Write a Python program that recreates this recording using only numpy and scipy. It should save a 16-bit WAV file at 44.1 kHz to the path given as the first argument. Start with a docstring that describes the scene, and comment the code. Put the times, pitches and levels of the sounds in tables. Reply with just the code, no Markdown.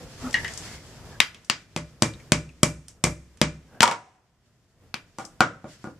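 """Heavy thuds, blade clinks and a splitting crack: a log with a wedged knife is pounded on patio tiles.
Contacts are short noise bursts with a clatter; most also set decaying modes of blade or wood ringing.
Loose pieces clack; hands rustle and scrape (swelling noise bands) over a quiet town rumble.
Direct sound, one wall echo and a dense patio tail meet.
A gain control ducks after loud blows and creeps back."""
import sys
import numpy as np
from scipy import signal
from scipy.fft import rfft, irfft, next_fast_len
from scipy.io import wavfile
from scipy.ndimage import uniform_filter1d

SR = 44100
rng = np.random.default_rng(int(sys.argv[2]) if len(sys.argv) > 2 else 0)


def log_audio(samples):
    """Write samples as a 16-bit WAV file to the path given in sys.argv[1]."""
    # one column per channel
    frames = np.atleast_2d(samples).T
    # limit to full scale, then quantise
    limited = np.clip(frames, -1, 1)
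    pcm = np.round(limited * 32767).astype(np.int16)
    wavfile.write(sys.argv[1], SR, pcm)


N = 264159
CONTACT_SAMPLES = 9000
FLUTTER_HZ = 60
LOOSE, RESTING = .6, .3   # share of a ring that flutters
# stereo likeness of background noise: (frequency [Hz], left-right correlation)
LIKENESS = [(60, 0.93), (240, 0.9), (950, 1), (3770, 0.022), (15000, 0.06)]
# modes of the blade held in wood: (frequency [Hz], level [dB], t60 [s])
WEDGED_BLADE = [(1463, -6, 0.29), (2384, -5.5, 0.24), (2065, -11, 0.13), (3180, -13, 0.2), (4870, -7, 0.17)]


def from_db(db):
    """Amplitude ratio of a level in dB."""
    return 10 ** (np.asarray(db) / 20)


def rms_one(x):
    """Scale to unit rms."""
    return x / np.sqrt(np.mean(x ** 2) + 1e-20)


def at_hz(points, hz):
    """Interpolate (Hz, value) points over log frequency."""
    points = np.array(points)
    return np.interp(np.log(hz), np.log(points[:, 0]), points[:, 1])


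def band(x, low_hz, high_hz):
    """Band-pass x."""
    sos = signal.butter(2, [low_hz, high_hz], "band", fs=SR, output="sos")
    return signal.sosfilt(sos, x + 1e-18)


def around(x, hz, width):
    """Band-pass x in a narrow band around hz."""
    return band(x, hz / (1 + width), hz * (1 + width))


def drift(corner_hz):
    """Slow random wander of unit rms: noise through a double pole, on every 40th sample."""
    r = np.exp(-80 * np.pi * corner_hz / SR)
    white = rng.standard_normal(N // 40 + 2002)
    slow = signal.lfilter([1], [1, -2 * r, r * r], white)[2000:]   # settled part
    return np.interp(np.arange(N) / 40, np.arange(len(slow)), rms_one(slow))


def ring(push, hz, t60_s):
    """Two-pole resonator: a unit click starts a decaying sine of height about 1."""
    r = from_db(-60 / (t60_s * SR))
    w = 2 * np.pi * hz / SR
    return signal.lfilter([0, np.sin(w)], [1, -2 * r * np.cos(w), r * r], push + 1e-18)


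def stereo_bands(size, likeness, gain):
    """Half-octave bands of stereo noise, each shaped by gain(hz) and correlated by likeness."""
    out = 0
    edges_hz = 22 * 2 ** np.arange(0, 9.9, .5)
    white = rng.standard_normal((2, 2, size))   # neighbouring bands take different noise
    for k, (low_hz, high_hz) in enumerate(zip(edges_hz, edges_hz[1:])):
        mid, side = band(white[k % 2], low_hz, high_hz)
        hz = np.sqrt(low_hz * high_hz)
        alike = np.clip(at_hz(likeness, hz), -1, 1)
        pair = np.sqrt(1 + alike) * mid + np.sqrt(1 - alike) * side * [[1], [-1]]
        out = out + gain(hz) * pair
    return out


def rub_swell(middle_s, half_s, edge_db=-12.5):
    """A rub swells to its middle and fades again, edge_db down half_s away."""
    return from_db(edge_db * ((np.arange(N) / SR - middle_s) / half_s) ** 2)


def hand_level(idle_db, column):
    """Power sum of an idle level and the swells of one level column of the hand rubs."""
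    # hands on bark: (middle [s], half length [s], dull shuffle [dB], low scuff [dB], high rustle [dB])
    hand_rubs = [(0.01, 0.092, -41, -37.5, -37), (0.269, 0.071, -36, -28.5, -31),
                 (0.42, 0.075, -38.5, -57, -61), (0.46, 1, -45, -43, -34), (0.629, 0.17, -48, -33.5, -26),
                 (1.14, 0.29, -45, -39, -61.5), (2.194, 0.22, -47, -51, -42.5),
                 (3.755, .06, -46, -33.5, -48.5), (4.465, 0.037, -73, -49, -43),
                 (4.85, 0.075, -45, -49.5, -70), (5.22, 0.033, -61.5, -56.5, -28.5),
                 (5.724, 0.076, -64, -56, -31.5), (5.859, 0.08, -60.5, -63, -37)]
    level = from_db(idle_db)
    for rub in hand_rubs:
        level = np.hypot(level, from_db(rub[column]) * rub_swell(rub[0], rub[1]))
    return level


def rumble():
    """Far town rumble and microphone hiss: slowly gusting noise, swelled by dull shuffling nearby."""
    # spectrum: (frequency [Hz], density [dB per Hz])
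    rumble_spectrum = [(20, -13), (50, 0), (115, 3), (300, -9), (510, -10), (900, -19), (1200, -18.5),
                       (3000, -27), (6000, -31.5), (15800, -37.5)]
    gust_db = 1.0 * drift(5.9)
    noise = stereo_bands(N, LIKENESS, lambda hz: from_db(at_hz(rumble_spectrum, hz) + gust_db))
    return hand_level(idle_db=-51, column=2) * rms_one(noise)


def hands():
    """Hands rub bark: low scuff and high rustle noise that wavers jointly and per band."""
    # spectrum: (frequency [Hz], density [dB per Hz])
    rustle_spectrum = [(150, 1.5), (260, -1.5), (700, 0.5), (1200, -4), (2190, -10), (2980, -9), (5810, -7),
                       (9000, -17.5), (15000, -37.5)]
    scuff = hand_level(idle_db=-62, column=3)
    rustle = hand_level(idle_db=-47, column=4)
    rub_db = 2 * drift(8.3)

    def gain(hz):
        level = scuff if hz < 1500 else rustle
        return level * from_db(at_hz(rustle_spectrum, hz) - 3.0 + rub_db + 0.64 * drift(9.2))

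    return stereo_bands(N, LIKENESS, gain)


def scrapes(width=0.054, grain_db=0.0, alike=0.86):
    """Faint pitched scrapes and squeaks: noise in one narrow resonance each."""
    # (middle [s], half length [s], frequency [Hz], level [dB])
    scrape_events = [(0.034, 0.07, 510, -45.5), (0.265, 0.034, 251.4, -36), (0.268, 0.019, 1284, -32),
                     (0.725, 0.098, 2090, -50.5), (1.143, 0.04, 1680, -51), (3.763, 0.03, 712, -46.5),
                     (3.751, 0.063, 1580, -52.5)]
    mid, side = rng.standard_normal((2, N)) * from_db(grain_db * drift(30.0))
    noise = mid + (1 - alike) * side * np.array([[1], [-1]])
    out = 0
    for middle_s, half_s, hz, level_db in scrape_events:
        squeak = rms_one(around(noise, hz, width))
        out = out + from_db(level_db) * rub_swell(middle_s, half_s) * squeak
    return out


def struck(kind, s, crack_db, note_hz, weight_db=0, bright_db=0, pan_db=0):
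    """Colour of a kind of contact, shifted by strength, weight and brightness of one blow."""
    # kind: thud, knock, splinter [dB re crack], clatter [dB re loudest part], pan [dB L-R],
    # contact time [ms], echo strength [dB]
    thud_db, knock_db, splinter_db, clatter_db, side_db, contact_ms, wet_db = kind
    return (s, crack_db, crack_db + thud_db + weight_db,
            crack_db + knock_db + 0.54 * weight_db,   # the knock follows weight in part
            crack_db + splinter_db + bright_db,
            note_hz, clatter_db, side_db + pan_db, contact_ms, wet_db)


def contact(row, lead_ms=1.3, clatter_ms=10.0, clatter_width=0.078):
    """One blow: a four-part burst of a few ms, then the rough clatter of the struck spot."""
    # bands of crack, thud, knock, splinter: (low edge [Hz], high edge [Hz])
    parts_hz = [(1430, 4590), (97, 354), (500, 1300), (5040, 8320)]
    s, *parts_db, note_hz, clatter_db, pan_db, contact_ms, wet_db = row
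    t_ms = np.arange(CONTACT_SAMPLES) / SR * 1000
    fade = np.exp(-t_ms / np.clip(contact_ms, .3, 8)) * np.minimum(t_ms / 0.26, 1)
    grit = rng.standard_normal((5, CONTACT_SAMPLES))
    clatter = around(grit[4] * np.exp(-t_ms / clatter_ms), note_hz, clatter_width)
    grit *= fade
    grit[1] = fade * np.sin(np.minimum(t_ms / 2.1, 2) * np.pi)   # thud: one push and rebound
    heard = [band(g, low, high) for g, (low, high) in zip(grit, parts_hz)] + [clatter]
    levels = from_db(parts_db + [max(parts_db) + clatter_db])
    parts = [level * h / np.abs(h).max() for level, h in zip(levels, heard)]
    crack, thud, knock, splinter, clatter = parts
    sides = from_db(np.array([[.5], [-.5]]) * pan_db)   # lows arrive centred
    direct = thud + knock + sides * (crack + splinter + clatter)

    # walls and modes get an even click of the same colour and energy
    click = t_ms == 0
    even = 0
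    for sign, (low, high), part in zip([1, 1, -1, -1], parts_hz, parts):   # neighbours meet in phase
        even = even + sign * rms_one(band(click, low, high)) * np.std(part)
    # modes near the struck spot ring most
    spot = rms_one(around(click, note_hz, clatter_width)) * np.std(clatter)
    sent = from_db(wet_db) * np.array([even + clatter, even + spot])
    return round((s + lead_ms / 1000) * SR), np.vstack([direct, sent])


def blows(events, modes=(), ring_db=0, flutter=0):
    """Rows left, right, all-round and push; the push rings the modes, a looser body flutters more."""
    out = np.zeros((4, N + CONTACT_SAMPLES + 100))
    for at, sound in map(contact, events):
        out[:, at:at + CONTACT_SAMPLES] += sound
    out = out[:, :N]
    push = out[3].copy()
    for hz, level_db, t60_s in modes:
        wobble = 1 - flutter + flutter * drift(FLUTTER_HZ)
        out += from_db(level_db + ring_db) * hz / SR * ring(push, hz, t60_s) * wobble
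    return out


def ticks():
    """Small ticks of fingers and chips, and faint pitched pings: contacts without modes."""
    # kinds of contact: columns as in struck()
    tick_kind = (-18, -17, -2.5, -17.5, 4, 4, 5.5)
    ping_kind = (-23.5, -20.5, -6.5, 2.5, -1, 5, -11.5)
    # ticks: (time [s], crack [dB], brightness [dB], pan [dB L-R])
    tick_events = [(0.307, -47, 17.5, 10), (0.328, -27, 4.5, -3), (0.478, -25.5, 1, -1),
                   (0.5348, -42.5, 18, 1), (0.574, -35.5, 18.5, 4), (1.344, -25, -15.5, -9),
                   (1.4455, -49.5, 17, -1), (2.8808, -32, 11, -8.5), (3.3713, -40, 2.5, -16),
                   (5.249, -45, 20.5, 12), (5.262, -54, 18.5, 2)]
    # pings: (time [s], crack [dB], clatter [Hz])
    ping_events = [(2.134, -35.5, 3850), (2.197, -44, 2140), (2.489, -41, 2480)]
    events = [struck(tick_kind, s, db, 6018, bright_db=bright_db, pan_db=pan_db)
              for s, db, bright_db, pan_db in tick_events]
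    events += [struck(ping_kind, s, db, hz) for s, db, hz in ping_events]
    return blows(events)


def clacks():
    """Split pieces knocked about: heavy, knocking contacts ring short wood modes."""
    # kind of contact: columns as in struck()
    clack_kind = (-1.5, 7.5, 3.5, -9, -3, 1.5, 6)
    # (time [s], crack [dB], weight [dB], brightness [dB], clatter [Hz])
    clack_events = [(5.184, -23, -1.5, 1, 786), (5.2421, -46.5, 14, 0, 1240), (5.4045, 2, -7, -12.5, 1382),
                    (5.6412, -42, 22, -12, 580), (5.8404, -38.5, 18, -2.5, 1430),
                    (5.8701, -51.5, 28.5, -8.5, 539)]
    # modes of the pieces: (frequency [Hz], level [dB], t60 [s])
    piece_modes = [(326.5, 4.5, 0.088), (525, -9.5, 0.39), (767, -2, 0.16), (1210, -8, 0.14),
                   (1430, -2.5, 0.24), (2330, -5.5, 0.085)]
    events = [struck(clack_kind, s, db, hz, weight_db, bright_db)
              for s, db, weight_db, bright_db, hz in clack_events]
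    return blows(events, piece_modes, ring_db=-9.5, flutter=RESTING)


def clinks():
    """The loose blade clinks: its modes ring with a strong flutter."""
    # kind of contact: columns as in struck()
    clink_kind = (-20.5, -16, -16, -7, -3, 2.5, 6.5)
    # (time [s], crack [dB], clatter [Hz])
    clink_events = [(0.3407, -9.5, 1835), (0.4445, -19, 1830)]
    # modes of the loose blade: (frequency [Hz], level [dB], t60 [s])
    loose_blade = [(930, -7.5, 0.39), (1660, -13, 0.13), (1900, -1.5, 0.06), (2018, 4, 0.13),
                   (2880, -1.5, 0.077)]
    events = [struck(clink_kind, s, db, hz) for s, db, hz in clink_events]
    return blows(events, loose_blade, ring_db=-8.5, flutter=LOOSE)


def bites():
    """The blade bites into wood: a strong crack rings the wedged blade."""
    # kind of contact: columns as in struck()
    bite_kind = (-25.5, -18, -16, -19.5, 1.5, 2, 0)
    # (time [s], crack [dB], weight [dB], brightness [dB], clatter [Hz])
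    bite_events = [(1.2011, 10, -3.5, -7.5, 1990), (1.497, 5, 3, 6.5, 4560), (3.8045, 8, 12.5, 1.5, 2360),
                   (4.94, -1.5, 7, -18.5, 2480)]
    events = [struck(bite_kind, s, db, hz, weight_db, bright_db)
              for s, db, weight_db, bright_db, hz in bite_events]
    return blows(events, WEDGED_BLADE, ring_db=-20.5, flutter=LOOSE)


def splits():
    """The log cracks apart: a quick run of contacts rings the two halves."""
    # kind of contact: columns as in struck()
    split_kind = (-24, -2.5, -10, -8.5, 2.5, 3.5, 4.5)
    # (time [s], crack [dB], weight [dB], brightness [dB], clatter [Hz])
    split_events = [(3.819, -2.5, -11.5, 12.5, 903), (3.8283, 12.5, 2.5, 6, 990),
                    (3.837, 0, 12, -3.5, 1259), (3.854, 2.5, 9.5, -2.5, 938), (3.875, 5, 8.5, 3.5, 817),
                    (3.911, 0.5, 3.5, -0.5, 948), (3.921, -5.5, 2.5, 6, 1098)]
    # modes of the halves: (frequency [Hz], level [dB], t60 [s])
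    half_modes = [(756, -22, 0.69), (981, 1, 0.14), (1027.2, -27.5, 1), (1200, -6, 0.1), (1416, -6, 0.18),
                  (1710, -11.5, 0.043), (2250, -15, 0.16)]
    events = [struck(split_kind, s, db, hz, weight_db, bright_db)
              for s, db, weight_db, bright_db, hz in split_events]
    return blows(events, half_modes, ring_db=-10.5, flutter=LOOSE)


def pounds():
    """Log on tiles: heavy contacts ring the log's low modes, and faintly the blade wedged in it."""
    # kind of contact: columns as in struck()
    pound_kind = (-5.5, -3, -2, -15.5, -0.5, 2.5, 2)
    # (time [s], crack [dB], weight [dB], brightness [dB])
    pound_events = [(1.7613, -12.5, 0.5, -4), (1.773, -23.5, -1, 5), (2.0207, -3.5, 0.5, 1),
                    (2.03, -13.5, 6, -2), (2.058, -24.5, 0, -5), (2.3185, 1, 0, -0.5), (2.63, -1, 5, 9.5),
                    (3.038, 1.5, -2.5, 6), (3.05, -14.5, 6.5, -1), (3.067, -19, 10, -10),
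                    (3.4135, 4, -2, -2)]
    # modes of the log: (frequency [Hz], level [dB], t60 [s])
    log_modes = [(67.5, 9, 0.54), (163.4, 7, 0.17), (264, -6.5, 0.19), (347, 2, 0.076), (533, -0.5, 0.06),
                 (596, -2.5, 0.14)]
    shaken_blade = [(hz, db - 22.5, t60_s) for hz, db, t60_s in WEDGED_BLADE]
    events = [struck(pound_kind, s, db, 2250, weight_db, bright_db)
              for s, db, weight_db, bright_db in pound_events]
    return blows(events, log_modes + shaken_blade, ring_db=-2.0, flutter=RESTING)


def ports(x):
    """The housing shades and delays direct sound differently at the two microphone ports."""
    # (frequency [Hz], left lead [rad])
    port_phase = [(3000, .1), (8000, -1.3), (10000, 1.0), (13000, 1.3)]
    # (frequency [Hz], left-right balance [dB])
    port_balance = [(1000, 1), (5000, 9.5), (9500, -11.5), (15000, -0.5)]
    size = next_fast_len(N)
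    hz = np.maximum(np.arange(size // 2 + 1) * SR / size, 1)
    half = from_db(at_hz(port_balance, hz) / 2) * np.exp(.5j * at_hz(port_phase, hz))
    return irfft(rfft(x, size) * [half, 1 / half], size)[:, :N]


def wall_echo(direct, lag_ms=13, echo_db=-22):
    """The wall behind the plants returns the direct sound once, sides swapped."""
    lag = round(lag_ms / 1000 * SR)
    out = direct.copy()
    out[:, lag:] += from_db(echo_db) * direct[::-1, :-lag]
    return out


def patio(x, first_ms=5.7, build_ms=2.0, far_db=-27.0, far_stretch=3.72):
    """Walls and tiles answer with a dense tail, longest in the lows; far walls add a faint longer one."""
    # decay: (frequency [Hz], t60 [s])
    patio_t60 = [(80, 0.37), (250, 0.25), (700, 0.16), (2000, 0.2), (5000, 0.15), (12000, 0.21)]
    # (frequency [Hz], left-right correlation)
    patio_likeness = [(100, 0.99), (600, 0.95), (2000, 0.25), (8000, 0.6)]
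    t = np.arange(SR * 3 // 4) / SR

    def decay(hz):
        fall_db = -60 * t / at_hz(patio_t60, hz)
        return from_db(fall_db) + from_db(far_db + fall_db / far_stretch)

    tail = stereo_bands(len(t), patio_likeness, decay)
    tail *= np.clip((t * 1000 - first_ms) / build_ms, 0, 1)
    tail /= np.sqrt(np.sum(tail ** 2) / 2)
    return signal.fftconvolve(x.mean(axis=0)[None], tail, axes=1)[:, :N]


def gain_control(x, limit_db=-14, pull_per_ms=0.1, creep_db_per_s=9, listen_ms=6.3, lag_ms=8.3):
    """About each ms, excess over the limit pulls the gain down; it creeps back up to full."""
    step = SR // 1000
    power = uniform_filter1d(np.mean(x ** 2, axis=0), round(listen_ms * step))[::step]
    gain_db, now_db = [], 0.
    for level_db in 10 * np.log10(np.maximum(power, 0) + 1e-12):
        over_db = max(level_db + now_db - limit_db, 0)
        now_db = min(now_db - pull_per_ms * over_db + creep_db_per_s / 1000, 0)
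        gain_db.append(now_db)
    r = np.exp(-1 / lag_ms)
    gain_db = signal.lfilter([0, 1 - r], [1, -r], gain_db)
    return x * from_db(np.interp(np.arange(N) / step, np.arange(len(gain_db)), gain_db))


def scene():
    """Sum direct blows, wall echo, patio tail, rumble, hands and scrapes."""
    hits = ticks() + clacks() + clinks() + bites() + splits() + pounds()
    direct = wall_echo(ports(hits[:2]))
    tail = from_db(-9.0) * patio(hits[2:3])
    return direct + tail + rumble() + hands() + scrapes()


def record(dry):
    """The housing hollows the upper middle, the gain ducks, peaks overload softly, the top is cut."""
    dip_hz, dip_width_hz, dip_depth, cutoff_hz = 4000, 1000, 0.28, 15900
    peak = signal.iirpeak(dip_hz, dip_hz / dip_width_hz, fs=SR)
    coloured = dry - dip_depth * signal.lfilter(*peak, dry)
    overloaded = 1.016 * np.tanh(gain_control(coloured) / 1.397)
    low_pass = signal.cheby2(12, 60, cutoff_hz, fs=SR, output="sos")
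    return signal.sosfilt(low_pass, overloaded)


dry = scene()
out = record(dry)
log_audio(out)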